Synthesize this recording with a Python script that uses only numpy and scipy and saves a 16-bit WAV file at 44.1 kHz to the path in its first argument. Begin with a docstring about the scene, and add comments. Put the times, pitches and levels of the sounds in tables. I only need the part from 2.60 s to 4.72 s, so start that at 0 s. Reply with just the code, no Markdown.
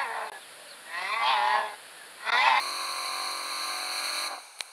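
"""A motorised backpack sprayer among garden plants, heard through one small microphone.
At first the pump buzzes and knocks at 46 turns a second while the nozzle hisses.
Around 1 s the wearer turns, so the pump's tone shifts and the spray grows louder.
Near 1.7 s the jet dies and the pump knocks to a halt.
At 2 s one sharp click sounds over the faint outdoor hiss that is there throughout."""
import sys
import numpy as np
from scipy import signal
from scipy.fft import rfft, irfft, next_fast_len
from scipy.io import wavfile
from scipy.ndimage import map_coordinates

SR = 44100
rng = np.random.default_rng(int(sys.argv[2]) if len(sys.argv) > 2 else 0)


def waveform_to_disk(signal):
    """Save audio, clipped to [-1, 1], as 16-bit WAV at the path in sys.argv[1]."""
    frames = np.transpose(np.atleast_2d(signal))
    scaled = np.clip(frames, -1, 1) * 32767
    samples = np.round(scaled).astype(np.int16)
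    wavfile.write(sys.argv[1], SR, samples)


N = 93536

# beats of the pump's diaphragm and valves within one turn: share_of_turn, strength
PUMP_BEATS = [(.16, 1), (.34, .45), (.6, 1.04), (.96, .62)]


def pump():
    """The running pump buzzes and rattles, then slows a little and fades out."""
    # how fast it runs: time_s, turns_per_s
    speed = [(0, 45.97), (1.0, 45.97), (1.64, 45.9), (1.69, 45.5), (1.8, 42.5)]
    # how loud it runs: time_s, level_db
    loudness = [(0, 0), (1.66, 0), (1.74, -2.5), (1.78, -9), (1.82, -19), (1.88, -36)]
    turns = np.cumsum(curve(speed)) / SR
    away = curve([(.76, 0), (1.24, 1)])  # the wearer turns: 0 = tank in view, 1 = tank turned away
    return amp(curve(loudness)) * (buzz(turns, away) + rattle(turns, away))


def buzz(turns, away):
    """Repeating beats make tones at multiples of the pump speed; their mix shifts as the wearer turns."""
    # the tones with the tank in view: speed_multiple, level_db
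    tank_facing = [(4, -46), (5, -32), (6, -23), (7, -19), (8, -17), (9, -20), (10, -31), (11, -17),
                   (12, -11), (13, -18), (14, -15), (15, -14), (16, -10), (17, -12), (18, -18), (19, -17),
                   (20, -19), (21, -8), (22, -4), (23, 0), (24, -2), (25, -3), (26, -2), (27, -19),
                   (28, -21), (29, -9), (30, -17), (31, -14), (32, -22), (33, -13), (34, -15), (35, -18),
                   (36, -12), (37, -20)]
    # the tones with the tank turned away: speed_multiple, level_db
    tank_away = [(4, -41), (5, -30), (6, -17), (7, -15), (8, -15), (9, -20), (10, -17), (11, -18),
                 (12, -13), (13, -7), (14, -12), (15, -19), (16, -3), (17, -5), (18, -10), (19, -14),
                 (20, -9), (21, -12), (22, -7), (23, -4), (24, -5), (25, -3), (26, 0), (27, -6), (28, -10),
                 (29, -7), (30, -13), (31, -5), (32, -10), (33, -10), (34, -10), (35, -11), (36, -7),
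                 (37, -12)]
    # the hum near 750 Hz swells and ebbs: time_s, boost_db
    hum_swell = [(.28, -2), (.42, 4), (.66, 3), (.76, -4), (.9, -5), (1.15, 2), (1.3, -3), (1.42, 0),
                 (1.52, -4)]
    facing_db, away_db, wander_db, tremble_db = -44, -47, 2.18, .5
    place, strength = np.transpose(PUMP_BEATS)
    tones, swell_db = np.zeros(N), curve(hum_swell)
    for (multiple, front_db), (_, back_db) in zip(tank_facing, tank_away):
        # each tone lines up roughly with the beats
        phase = np.angle(np.sum(strength * np.exp(-2j * np.pi * multiple * place)))
        phase += .62 * rng.standard_normal()
        level_db = (1 - away) * (facing_db + front_db) + away * (away_db + back_db)
        level_db += wander_db * wobble(4.78)
        level_db += swell_db * np.exp(-((multiple - 16) / 1.7) ** 2)  # only tones near the 16th swell
        tones += np.sqrt(2) * amp(level_db) * np.cos(2 * np.pi * multiple * turns + phase)
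    return tones * amp(tremble_db * wobble(170))


def rattle(turns, away):
    """Every beat shakes the loose casing a little differently."""
    # tone colour of the casing: pitch_hz, level_db
    casing = [(100, -75), (190, -30), (300, -15.5), (480, -26.5), (700, -4.5), (870, -11), (1080, 4),
              (1300, -8), (1650, -1), (1850, -14.5), (2300, -0.5), (3200, -20.5), (6000, -54.5)]
    width_turns = .14
    shaking = 1 + sum(strength * np.exp(-(((turns - place + .5) % 1 - .5) / width_turns) ** 2)
                      for place, strength in PUMP_BEATS)
    return amp(-44.5 + .5 * away) * unit(coloured(shaking * rng.standard_normal(N), casing))


def last_knocks():
    """The slowing pump knocks and its hollow chamber rings; the later the knock, the lower the ring."""
    # the knocks: start_s, level_db
    knocks = [(1.656, -35), (1.678, -34), (1.701, -30), (1.711, -27.5), (1.7235, -28), (1.7335, -27),
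              (1.745, -31), (1.759, -37), (1.778, -31.5), (1.802, -42)]
    # the chamber's ringing tones: pitch_hz, level_db, fade_s (time to fall 60 dB)
    chamber = [(430, -16, .03), (610, -8, .03), (825, 0, .032), (1020, -5, .028), (1180, -3.5, .028),
               (1690, -10, .02)]
    sag_per_s, rise_s = .7, .001
    no_bass = signal.butter(4, 400, "high", fs=SR, output="sos")
    sound = np.zeros(N)
    for start_s, knock_db in knocks:
        age_s = seconds_since(start_s)
        sag = 1 - sag_per_s * (start_s - knocks[0][0])
        ring = np.zeros(N)
        for pitch_hz, level_db, fade_s in chamber:
            fade = amp(level_db + rng.normal(0, 1) - 60 * age_s / fade_s)
            ring += fade * np.sin(2 * np.pi * pitch_hz * sag * age_s)
        sound += amp(knock_db) * signal.sosfilt(no_bass, ring * (1 - np.exp(-age_s / rise_s)))
    return sound


def spray():
    """A fluttering jet hisses from the nozzle, and droplets tick on the leaves."""
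    # how loud the spray is: time_s, level_db
    flow = [(0, -35.5), (.7, -35.5), (.8, -37), (1.05, -34), (1.28, -35.5), (1.39, -32), (1.42, -35),
            (1.445, -31.5), (1.49, -32), (1.52, -34.5), (1.545, -31.5), (1.635, -32), (1.676, -34),
            (1.688, -42), (1.79, -47.5), (1.88, -58)]
    # tone colour of the nozzle's hiss: pitch_hz, level_db
    mist = [(120, -62), (400, -39), (1000, -28), (1700, -16), (1860, -23), (2030, -10), (2350, -5),
            (2750, -15), (3080, -16), (3280, -26), (3480, -26), (3700, -17), (3950, -3), (4230, 1),
            (4560, -6), (4800, -16), (5020, -30), (5450, -27), (5950, -13.5), (6450, -17.5), (7200, -28.5),
            (7850, -26), (8400, -13.5), (8750, -14), (9150, -17.5), (9650, -11), (9900, -14), (10250, -26),
            (10700, -14.5), (11100, -14.5), (11700, -26), (12450, -25), (13600, -28), (14100, -33),
            (15600, -33)]
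    flutter_db, surge_db, drops_per_s = .5, .15, 240
    jet = unit(rng.standard_normal(N) * amp(flutter_db * wobble(170) + surge_db * wobble(19.5)))
    sizes = amp(-1.5 * np.clip(rng.standard_normal(N), -2, 2))
    hits = rng.random(N) < drops_per_s / SR
    drops = unit(hits * sizes * rng.choice([-1, 1], N))
    return amp(curve(flow)) * unit(coloured(jet + amp(-17) * drops, mist))


def click():
    """A dry snap, perhaps the spray wand's plastic trigger, with brief spits of fizz around it."""
    # a faint tick, then the snap: start_s, peak_db, fade_s
    snaps = [(1.9895, -38, .022), (2.0069, -13.2, .0075)]
    # their tone colour: pitch_hz, level_db
    plastic = [(100, -48), (300, -21), (750, -7.5), (1300, -11), (1900, -8), (2300, 1), (2700, -8),
               (3100, -5), (3450, -9), (4100, 3.5), (5000, -18), (6000, -10), (7200, -21), (8800, -8),
               (10500, -17), (16000, -44)]
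    # spits before and after the snap: start_s, level_db, fade_s
    spits = [(1.9895, -36, .03), (2.014, -42, .1), (2.051, -50, .1)]
    # their tone colour: pitch_hz, level_db
    fizz = [(3000, -32), (7500, -18), (9700, 0), (11500, -15), (15500, -25)]
    spitting = sum(amp(level_db) * burst(start_s, fade_s, rise_s=.0017)
                   for start_s, level_db, fade_s in spits)
    sound = coloured(spitting, fizz)
    for start_s, peak_db, fade_s in snaps:
        spectrum = rfft(burst(start_s, fade_s, rise_s=.0001))
        strength = np.abs(spectrum)
        even = irfft(spectrum / (strength + .1 * strength.mean()), N)  # all pitches about equally loud
        snap = coloured(even, plastic)
        sound += amp(peak_db) * snap / np.abs(snap).max()
    return sound


def outdoors():
    """A faint, slightly restless outdoor hiss."""
    # tone colour of the background: pitch_hz, level_db
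    garden = [(30, -36), (260, -30), (440, -13), (880, -1), (1150, -5), (1620, -5), (1900, -18), (2340, -2),
              (3300, -19), (4000, -6), (4450, -7), (5200, -20), (6300, -9), (7400, -23), (8400, -10),
              (9650, -6), (10300, -18), (10900, -13), (15000, -40)]
    level_db = -50 + wobble(23.87)
    return amp(level_db) * unit(coloured(rng.standard_normal(N), garden))


def amp(db):
    """Turn decibels into a number to multiply by."""
    return 10 ** (np.asarray(db) / 20)


def unit(sound):
    """Scale a sound to an average (rms) level of 1."""
    return sound / np.sqrt(np.mean(sound ** 2) + 1e-20)


def curve(rows):
    """Join (time_s, value) rows with straight lines, one value per sample."""
    return np.interp(np.arange(N) / SR, *np.transpose(rows))


def wobble(points_per_s):
    """A smooth curve through random points."""
    points = rng.standard_normal(int(N * points_per_s / SR) + 4)
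    return map_coordinates(points, [np.arange(N) * points_per_s / SR])


def seconds_since(start_s):
    """A clock that stays at zero until start_s."""
    return np.maximum(np.arange(N) / SR - start_s, 0)


def burst(start_s, fade_s, rise_s):
    """Noise that rises quickly and falls 60 dB in fade_s."""
    age_s = seconds_since(start_s)
    return rng.choice([-1, 1], N) * amp(-60 * age_s / fade_s) * (1 - np.exp(-age_s / rise_s))


def coloured(sound, colour):
    """Filter a sound; (pitch_hz, level_db) rows say how strong each pitch is next to the others."""
    size = 2 * next_fast_len(N)
    pitch_hz, level_db = np.transpose(colour)
    grid_hz = np.fft.rfftfreq(size, 1 / SR)
    gain = amp(np.interp(np.log(grid_hz + 1), np.log(pitch_hz + 1), level_db))
    # make the filter ring only after a sound, never before it
    cepstrum = irfft(np.log(gain + 1e-6), size)
    cepstrum[1:size // 2] *= 2
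    cepstrum[size // 2 + 1:] = 0
    filtered = irfft(rfft(sound, size) * np.exp(rfft(cepstrum)), size)[:N]
    return filtered / np.sqrt(np.mean(gain ** 2))


def scene():
    """Everything reaches one microphone, so left and right are the same."""
    mono = last_knocks() + pump() + spray() + click() + outdoors()
    return np.array([mono, mono])


def record(dry):
    """The recorder keeps nothing above top_hz."""
    top_hz = 15700
    size = next_fast_len(N + SR // 2)
    kept = np.fft.rfftfreq(size, 1 / SR) < top_hz
    return irfft(rfft(dry, size) * kept, size)[:, :N]


dry = scene()
out = record(dry)
waveform_to_disk(out)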